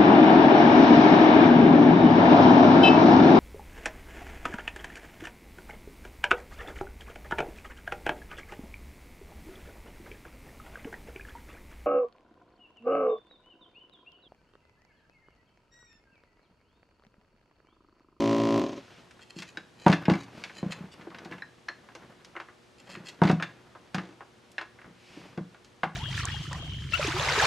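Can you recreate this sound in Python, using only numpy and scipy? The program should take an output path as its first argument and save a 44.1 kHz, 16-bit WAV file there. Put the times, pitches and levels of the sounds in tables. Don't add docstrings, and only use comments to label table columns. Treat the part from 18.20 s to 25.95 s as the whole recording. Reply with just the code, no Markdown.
import sys
import numpy as np
from scipy import signal
from scipy.fft import rfft, irfft
from scipy.io import wavfile
from scipy.ndimage import uniform_filter1d

SR = 44100
rng = np.random.default_rng(int(sys.argv[2]) if len(sys.argv) > 2 else 0)


def wav_out(sig):
    wavfile.write(sys.argv[1], SR, np.round(np.clip(np.atleast_2d(sig).T, -1, 1) * 32767).astype(np.int16))


N = 341775
TIME = np.arange(N) / SR


def amp(db):
    return 10 ** (np.asarray(db) / 20)


def unit(x):
    return x / np.sqrt(np.mean(x ** 2) + 1e-20)


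def at_hz(points, hz):
    f, value = np.transpose(points)
    return np.interp(np.log(np.maximum(hz, 1)), np.log(f), value)


def over_time(points):
    return np.interp(TIME, *np.transpose(points))


def noise(spectrum, size=N):
    gain = amp(at_hz(spectrum, np.fft.rfftfreq(size, 1 / SR)))
    return unit(irfft(rfft(rng.standard_normal(size)) * gain, size))


def clicks(times, heights):
    out = np.zeros(N) + 1e-18
    places = np.clip(np.round(np.asarray(times) * SR).astype(int), 0, N - 1)
    np.add.at(out, places, heights)
    return out


def convolve(x, response):
    return signal.fftconvolve(x, response)[:N]


def delay(x, seconds):
    return np.interp(TIME - seconds, TIME, x, left=0)


def butter(x, order, hz, kind="low"):
    return signal.sosfilt(signal.butter(order, hz, kind, fs=SR, output="sos"), x)


def resonance(x, hz, width):
    return signal.lfilter(*signal.iirpeak(hz, hz / width, fs=SR), x)


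def fading(x, seconds):
    return signal.lfilter([1], [1, -np.exp(-1 / (seconds * SR))], x + 1e-18)


def dying(times, db, t60):
    return signal.lfilter([1], [1, -amp(-60 / (t60 * SR)) ** 2], clicks(times, amp(db) ** 2))


def struck(blows, modes, scatter_db, detune=0.02):
    out, age = np.zeros(N + SR), TIME[:SR // 2]
    chances = rng.standard_normal((len(blows), 2, len(modes)))
    for (s, db), (strengths, shifts) in zip(blows, chances):
        start = round(s * SR)
        for (hz, mode_db, t60), strength, shift in zip(modes, strengths, shifts):
            ring = np.sin(2 * np.pi * hz * (1 + detune * shift) * age)
            level = db + mode_db + scatter_db * strength
            out[start:start + len(age)] += amp(level - 60 * age / t60) * ring
    return out[:N]


# multiple of the stroke rate, level in dB.
PUMP_HARMONICS = [(1, -32), (2, -12), (3, -14), (4, -4), (5, 0), (6, -1), (7, -3), (8, -13), (9, -18),
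                  (10, -5), (11, -16), (12, -13), (13, -24), (14, -20), (15, -22), (16, -26), (17, -14),
                  (18, -11), (19, -14), (20, -27), (21, -22), (22, -31)]


def housing(rate, size=4096):
    order, db = np.transpose(PUMP_HARMONICS)
    hz = np.fft.rfftfreq(size, 1 / SR)
    level = np.interp(hz, np.r_[0, order * rate, 1700, 4000], np.r_[-50, db, -50, -70])
    cepstrum = irfft(np.log(amp(level)))
    causal = 2 * cepstrum[:size // 2] * (np.arange(size // 2) > 0)
    return irfft(np.exp(rfft(causal, size)))


def pump_case(x, bounce_s=.0075, bounce=0.52):
    lag = np.exp(-2j * np.pi * np.fft.rfftfreq(N + SR, 1 / SR) * bounce_s)
    response = (lag - bounce) / (1 - bounce * lag) / lag
    return irfft(rfft(x, N + SR) * response, N + SR)[:N]


# frequency in Hz, level in dB.
VALVE_COLOUR = [(700, -24), (1250, 4.5), (1600, 0.5), (2100, 3), (2900, 3), (4000, -1), (6200, -6.5),
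                (7200, -12.5), (9500, -26), (12000, -30), (15000, -69)]


def valve_slaps(strokes, rate, slap_s=0.0032, rattle=0.34, loose=0.32):
    age = TIME[:int(SR / rate)]
    fall = np.exp(-age / slap_s) + rattle
    slap = noise(VALVE_COLOUR, size=len(age)) * fall
    colour = amp(at_hz(VALVE_COLOUR, np.fft.rfftfreq(len(age), 1 / SR)))
    slap = irfft(np.exp(1j * np.angle(rfft(slap))) * colour, len(age))
    repeated = convolve(strokes, slap * np.sqrt(fall))
    varied = noise(VALVE_COLOUR) * convolve(strokes, fall)
    return unit(repeated) + loose * unit(varied)


# time in seconds, level in dB.
AIR_LEVEL = [(0, -49), (.39, -57), (.5, -52.5), (.62, -58.5), (.8, -57.5), (1.0, -106)]


def nozzle_air(turns, air_pulse=0.32, whistle_hz=6300, whistle_db=-2):
    whistle = unit(resonance(noise(VALVE_COLOUR), whistle_hz, whistle_hz / 7))
    whistle = whistle * np.maximum(np.cos(2 * np.pi * (turns + 1 / 6)), 0) ** 4
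    hiss = noise(VALVE_COLOUR) * (1 + air_pulse * np.cos(2 * np.pi * turns))
    return amp(over_time(AIR_LEVEL)) * (hiss + amp(whistle_db) * whistle)


# time in seconds, speed in strokes per second, stroke force in dB.
MOTOR_RUN = [(0, 56.35, 0), (.378, 56.35, 0), (.43, 44, -3), (.5, 29, -11), (.58, 17, -14), (.62, 0, -25)]
FIRST_STROKE_S, STROKE_SCATTER_DB = .0048, .6


def pump(body_db=-24, valve_db=-42, hum_db=-41, flutter_db=-37, return_db=0.5, return_hz=380,
         chug_s=0.012):
    s, speed, force_db = np.transpose(MOTOR_RUN)
    turns = np.cumsum(np.interp(TIME, s, speed)) / SR - FIRST_STROKE_S * speed[0]
    times = TIME[1:][np.diff(np.floor(turns)) > 0]
    scatter = STROKE_SCATTER_DB * rng.standard_normal(len(times))
    strokes = clicks(times, amp(np.interp(times, s, force_db) + scatter))
    returns = TIME[1:][np.diff(np.floor(turns + .5)) > 0]
    slack = 1 - np.interp(returns, s, speed) / speed[0]
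    knocks = clicks(returns, slack * amp(np.interp(returns, s, force_db) + return_db))
    knocks = butter(knocks, 2, return_hz)

    powered = TIME < s[1]
    thuds = -pump_case(convolve(strokes + knocks, housing(speed[0])))
    slaps = valve_slaps(strokes, speed[0])
    body = amp(body_db) * thuds / np.std(thuds[powered])
    valve = amp(valve_db) * slaps / np.std(slaps[powered])
    current = uniform_filter1d(powered * 1., size=2000)
    motor_hum = amp(hum_db) * np.sqrt(2) * np.sin(2 * np.pi * HUM_PARTIALS[0][0] * TIME) * current
    shaking = fading(np.sqrt(strokes), chug_s)
    chug_colour = [(60, -27), (280, -10), (650, 19), (1100, -13), (1600, -24), (5000, -63)]
    chugs = amp(flutter_db) * shaking * noise(chug_colour)
    return body + valve + motor_hum + chugs + nozzle_air(turns)


# frequency in Hz, level in dB, t60 in seconds.
BENCH_MODES = [(121.8, -31, 0.62), (168.5, -5, 0.28), (186.4, -3, 0.17), (214, -2, 0.049),
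               (282.4, -21, 0.39), (344.1, -28.5, 0.5)]
# time in seconds, boom in dB, clack in dB,
# clack pitch in Hz, dullness in dB per octave, number of rebounds (rounded when played).
BENCH_KNOCKS = [(1.163, -42.5, -37.5, 290, 25, 5), (1.372, -54.5, -40, 320, 4, -1),
                (1.663, -12, -8, 790, 12, 3.5), (1.881, -15.5, -15, 700, 16, 4),
                (2.428, -27, -32, 450, 7.5, 4), (2.606, -37, -64, 402, 18, 0),
                (2.869, -60, -36, 450, 9.5, -3.5), (3.056, -46, -40.5, 404, 4, -2),
                (3.113, -45, -44, 300, 1.5, 6), (4.769, -47, -45.5, 298, 22, 8),
                (5.0166, -14, -13, 740, 13, 4.5), (5.096, -20, -18, 700, 6, 1),
                (5.745, -29, -28, 1050, 1.5, 10), (6.674, -53, -49, 332, 8, -2.5),
                (6.97, -50, -36.5, 294, 17.5, -1), (7.175, -32.5, -29.5, 402, 6, -0.5),
                (7.633, -36.5, -20.5, 1100, 7.5, 0.5)]


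def bench(echo_s=0.032, echo=0.74, level_db=1, lowest_hz=105, lag_s=.002):
    blows = [(s + lag_s, db) for s, db, *_ in BENCH_KNOCKS]
    boom = struck(blows, BENCH_MODES, scatter_db=1.5)
    boom = amp(level_db) * butter(boom, 3, lowest_hz, "high")
    return boom + echo * delay(butter(boom, 1, 900), echo_s)


# frequency in Hz, level in dB, t60 in seconds.
CHASSIS_MODES = [(556, -7.5, 0.029), (761.4, 1.5, 0.092), (937, 0, 0.049), (1120, -16, 0.17),
                 (1442, -24, 0.11)]


def chassis(level_db=-8, lag_s=0.00252):
    blows = []
    for s, _, db, hz, dullness, _ in BENCH_KNOCKS:
        octaves_below = max(np.log2(CHASSIS_MODES[1][0] / hz), 0)
        blows.append((s + lag_s, db + level_db - dullness * octaves_below))
    return struck(blows, CHASSIS_MODES, scatter_db=4.5, detune=0.0054)


# time in seconds, level in dB before the trims in taps(),
# pitch in Hz, dullness in dB per octave.
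LIGHT_TAPS = [(.909, -52.5, 1500, 0), (.993, -48.5, 1500, 7), (1.187, -36.5, 4320, 1.5),
              (1.221, -37.5, 1870, 1), (1.726, -19.5, 1780, 5.5), (1.898, -21, 700, 4.5),
              (2.035, -50.5, 3000, -1), (2.296, -40, 1900, 13), (2.521, -35, 1830, 2),
              (2.811, -46, 1490, 4.5), (2.915, -42, 1200, 27), (2.946, -40, 1770, 6.5),
              (2.985, -42.5, 1590, 2.5), (3.048, -47.5, 2800, 0), (3.122, -34.5, 1750, 13),
              (3.181, -46, 1800, 6), (3.484, -33.5, 1490, 12), (3.687, -45.5, 1200, 9),
              (3.751, -44.5, 393, 0), (4.047, -45, 4000, 0.5), (4.153, -38, 1500, 26),
              (4.164, -30, 1650, 19), (4.2, -33.5, 1310, 7), (4.284, -42, 1730, 22),
              (4.706, -47, 2980, 0.5), (4.887, -40, 4260, -0.5), (5.036, -23.5, 1380, 6.5),
              (5.076, -26, 1480, 6), (5.114, -38.5, 1200, 0), (5.199, -29.5, 1270, 9),
              (5.551, -41, 1020, 11), (5.782, -30, 1310, 6.5), (6.007, -36, 1153, 14.5),
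              (6.316, -55.5, 4800, -5.5), (6.412, -33.5, 1210, 5), (6.588, -45, 1810, 23),
              (6.615, -45.5, 1780, 11), (6.643, -45.5, 1680, 25), (7.345, -49, 1130, 4),
              (7.446, -51.5, 4270, -0.5)]
REBOUND_S, REBOUND_DB, REBOUND_LOSS_DB = 0.018, -17.5, 1
REBOUND_HZ, REBOUND_DULLNESS = 318, 1.8
CLINK_CLICK_HZ = 1950


def contacts():
    rows = list(LIGHT_TAPS)
    for s, _, db, hz, dullness, rebounds in BENCH_KNOCKS:
        rows.append((s, db, hz, dullness))
        for k in range(round(rebounds)):
            rebound_db = db + REBOUND_DB - k * REBOUND_LOSS_DB
            rows.append((s + (k + 1) * REBOUND_S, rebound_db, REBOUND_HZ, REBOUND_DULLNESS))
    for s, db, dullness, _, ratio in METAL_CLINKS:
        rows.append((s, db, CLINK_CLICK_HZ * ratio, dullness))
    return rows


def stray_ticks(count=70, above_shuffle_db=-3, spread_db=3, pitch_hz=1500, dullness=5):
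    times = (np.arange(count) + rng.random(count)) / count * TIME[-1]
    size, pitch = rng.standard_normal((2, count))
    db = np.interp(times, *np.transpose(HAND_LEVEL)) + above_shuffle_db + spread_db * size
    return list(zip(times, db, pitch_hz * 2 ** (pitch / 2), np.full(count, dullness)))


# frequency in Hz, t60 in seconds.
RING_DECAY = [(330, 0.062), (780, 0.13), (1900, 0.082), (4300, 0.069), (9000, 0.056)]
THIN_DB_PER_OCTAVE, BASS_FLOOR_DB = 7.5, -21.5
TOP_HZ, TOP_DROP_OCTAVES_PER_DULLNESS = 5470, 0.062


def taps(rows, level_db=-1.5, rise_s=0.00028, rise_cycles=1.0, top_fall_db=16, top_bend_db=5,
         crack_db=2, crack_t60=0.011, ring_db=-3):
    times, peak_db, pitch, dullness = np.transpose(rows)
    edges, white, out = np.geomspace(220, 15500, 16), rng.standard_normal((2, N)), 0
    for k, (low, high) in enumerate(zip(edges, edges[1:])):
        hz = np.sqrt(low * high)
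        octaves = np.log2(hz / pitch)
        over_top = np.maximum(np.log2(hz / TOP_HZ) + TOP_DROP_OCTAVES_PER_DULLNESS * dullness, 0)
        thinning = np.maximum(THIN_DB_PER_OCTAVE * octaves, BASS_FLOOR_DB)
        colour = np.where(octaves > 0, -dullness * octaves, thinning)
        top_loss = top_fall_db * over_top + top_bend_db * over_top ** 2
        db = peak_db + level_db + colour - top_loss
        crack = dying(times, db + crack_db, crack_t60)
        ring = dying(times, db + ring_db, at_hz(RING_DECAY, hz))
        r = np.exp(-1 / (SR * (rise_s + rise_cycles / hz)))
        envelope = signal.lfilter([1 - r], [1, -r], np.sqrt(crack + ring))
        band = unit(butter(white[k % 2], 2, [low, high], "band"))
        band = band / np.sqrt(uniform_filter1d(band ** 2, size=600) + 1e-6)
        out = out + band * envelope
    return out


# frequency in Hz, width in Hz,
# level in dB relative to the plain sound.
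BOARD_RESONANCES = [(333, 22, 14), (1040, 23, -5.5), (1160, 2.3, -2.5), (1487, 56, -2.5), (1660, 146, -5.5),
                    (2140, 300, -8.5), (2686, 86, -5.5)]


def board(x, plain_db=-3.5):
    rings = sum(amp(db) * resonance(x, hz, width) for hz, width, db in BOARD_RESONANCES)
    return amp(plain_db) * (x + rings)


# time in seconds, click in dB, dullness of the
# click in dB per octave, ring in dB, pitch as a ratio to the part modes.
METAL_CLINKS = [(1.372, -38.5, 2.5, -40, 0.94), (1.854, -31.5, 9, -46, 1.31), (1.938, -24, 36, -38.5, 1.25),
                (2.238, -32.5, 4, -46, 1.38), (3.221, -38.5, 29, -39, 1.0), (3.486, -41, 3, -34.5, 1.045),
                (4.752, -37.5, 11, -60, 1.0), (5.224, -25.5, 4.5, -36, 0.91), (6.381, -27, 9, -39, 1.01)]
# frequency in Hz at a ratio of 1, level in dB, t60 in seconds.
PART_MODES = [(1660, 14, 0.034), (1850, 10.5, 0.04), (2060, -8, 0.041), (2300, -7, 0.067),
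              (4050, 3.5, 0.067), (5000, -10, 0.037), (5270, -4, 0.032)]


def clinks(level_db=-2, contact_s=0.00042, split=0.026, damping_db=5):
    out, age = np.zeros(N), TIME[:SR // 4]
    dullest = max(row[2] for row in METAL_CLINKS)
    chances = rng.random((len(METAL_CLINKS), len(PART_MODES), 3))
    attack = np.minimum(age / contact_s, 1)
    for (s, _, dullness, db, ratio), chance in zip(METAL_CLINKS, chances):
        start = round(s * SR)
        for (hz, mode_db, t60), (phase, shift, gap) in zip(PART_MODES, chance):
            loss_db = damping_db * np.log2(hz / PART_MODES[0][0]) * (dullness / dullest) ** 2
            cycles = hz * ratio * (1 + split * (shift - .5)) * age + phase
            pair = np.sin(2 * np.pi * cycles) * np.cos(np.pi * hz * split * gap * age)
            level = db + level_db + mode_db - loss_db - 60 * age / t60
            out[start:start + len(age)] += amp(level) * pair * attack
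    return out


# frequency in Hz, width in Hz, level in dB.
SCRATCH_RESONANCES = [(1900, 84, 11.5), (2540, 160, 14.5), (3080, 58, 16), (4110, 110, 14.5),
                      (4720, 120, 9.5), (5190, 150, -6.5), (6280, 260, 1.5), (6990, 67, 10)]


def scratch(size, grains_per_s=1500, grain_db=4.5, plain_db=-13, wander=.04, top_hz=8500):
    sizes = amp(grain_db * np.minimum(rng.exponential(1, size), 4))
    slips = (rng.random(size) < grains_per_s / SR) * rng.choice([-1, 1], size) * sizes
    ratio = np.exp(wander * rng.standard_normal())
    rings = sum(amp(db) * resonance(slips, hz * ratio, width * ratio)
                for hz, width, db in SCRATCH_RESONANCES)
    return unit(butter(rings + amp(plain_db) * slips, 2, top_hz))


# time in seconds, level of the shuffle in dB.
HAND_LEVEL = [(.6, -57), (1.08, -65.5),  (1.2, -62), (1.55, -65), (1.75, -47), (2.1, -52), (2.5, -51),
              (2.72, -54.5), (3.14, -49), (3.33, -67.5), (3.85, -55.5), (4.52, -72.5), (4.7, -51),
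              (4.98, -52.5), (5.5, -61.5), (6.48, -68), (6.66, -57.5), (6.8, -69), (7.0, -51.5),
              (7.3, -66.5)]
# frequency in Hz, level in dB.
SHUFFLE_COLOUR = [(40, -47), (100, -0.5), (170, 2.5), (300, -0.5), (500, -4), (1700, -10), (3000, -19),
                  (9000, -40.5)]
# middle in seconds, half length in seconds, level in dB.
METAL_SCRAPES = [(1.025, 0.026, -55.5), (1.105, 0.013, -51), (1.198, 0.059, -48), (1.29, 0.031, -51),
                 (1.628, 0.076, -53.5), (2.009, 0.053, -50.5), (2.377, 0.067, -50), (2.523, 0.018, -39),
                 (2.732, 0.028, -54.5), (3.134, 0.013, -52), (4.599, 0.026, -53), (4.722, 0.087, -52.5),
                 (4.88, 0.042, -44.5)]


def rubbing(catch_db=2, catches_per_s=70, catch_s=.009, smooth_share=0.17):
    catches = (rng.random(N) < catches_per_s / SR) * rng.random(N)
    grain = unit(np.sqrt(fading(catches, catch_s) + smooth_share))
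    out = amp(over_time(HAND_LEVEL)) * grain * noise(SHUFFLE_COLOUR)
    for middle, half_length, db in METAL_SCRAPES:
        near = np.abs(TIME - middle) < half_length
        swell = np.cos(np.pi / 2 * (TIME[near] - middle) / half_length) ** 2
        out[near] += swell * amp(db) * np.resize(scratch(size=SR // 4), len(swell))
    unsteadiness = amp(catch_db * noise([(50, 0), (400, -50), (2000, -90)]))
    return out * unit(unsteadiness)


# middle in seconds, half length in seconds, level in dB.
SWISHES = [(2.233, 0.19, -55), (6.96, 0.28, -57)]
# frequency in Hz, level in dB.
CLOTH_COLOUR = [(900, -23), (1900, -4), (2450, 3), (3600, -6), (4800, -5), (9000, -20.5), (14000, -34)]


def swish():
    swell = 0
    for middle, half_length, db in SWISHES:
        place = np.clip((TIME - middle) / half_length, -1, 1)
        swell = swell + amp(db) * np.cos(np.pi / 2 * place) ** 2
    return swell * noise(CLOTH_COLOUR)


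def workshop(x, t60=0.3, treble_t60=0.027, first_s=0.0073):
    age = TIME[:SR // 2]
    low_colour = [(100, 10.5), (300, 1.0), (1500, 6.5), (3000, 6.9), (8000, 5.4)]
    high_colour = [(1000, -72), (3500, 5.0), (12000, 9.0)]
    low = noise(low_colour, size=len(age)) * amp(-60 * age / t60)
    high = noise(high_colour, size=len(age)) * amp(-60 * age / treble_t60)
    tail = (low + high) * (age > first_s)
    return convolve(x, tail / np.sqrt(np.sum(tail ** 2)))


# frequency in Hz, level in dB.
HUM_PARTIALS = [(120, -71.5), (240, -74.5), (360, -69), (480, -73.5)]


def mains_hum():
    return sum(amp(db) * np.sqrt(2) * np.sin(2 * np.pi * (hz * TIME + rng.random()))
               for hz, db in HUM_PARTIALS)


# frequency in Hz, level in dB.
ROOM_COLOUR = [(25, -25), (60, -1), (120, -1.5), (330, -4), (700, -6), (1500, -10.5), (3000, -12.5),
               (6000, -19), (10000, -27.5), (13000, -36.5), (15500, -57)]
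# frequency in Hz, side minus mid in dB.
ROOM_SIDE = [(60, -12.5), (240, -2.5), (950, -2.5), (3770, -6), (15000, -17)]
ROOM_TONE_DB = -61


def room_tone():
    mid = amp(ROOM_TONE_DB) * noise(ROOM_COLOUR)
    width = amp(ROOM_TONE_DB + at_hz(ROOM_SIDE, np.fft.rfftfreq(N, 1 / SR)))
    return mid, irfft(rfft(noise(ROOM_COLOUR)) * width, N)


def scene(room_db=-12, pump_room_db=-14, side_db=-20, side_hz=500):
    buzz = pump()
    impacts = board(taps(contacts() + stray_ticks())) + bench() + chassis() + clinks()
    handling = impacts + rubbing() + swish()
    reverb = workshop(amp(room_db) * handling + amp(pump_room_db) * buzz)
    room_mid, room_side = room_tone()
    mid = buzz + handling + reverb + room_mid + mains_hum()
    reflections = workshop(buzz + handling, t60=.2, treble_t60=.2, first_s=.001)
    side = amp(side_db) * butter(reflections, 1, side_hz, "high") + room_side
    return np.array([mid + side, mid - side]) * amp([[.25], [-.25]])


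CUTOFF_HZ = 15500


def record(dry):
    rounded = dry / (1 + (dry / .88) ** 6) ** (1 / 6)
    return signal.sosfilt(signal.cheby2(12, 70, CUTOFF_HZ, fs=SR, output="sos"), rounded)


dry = scene()
out = record(dry)
wav_out(out)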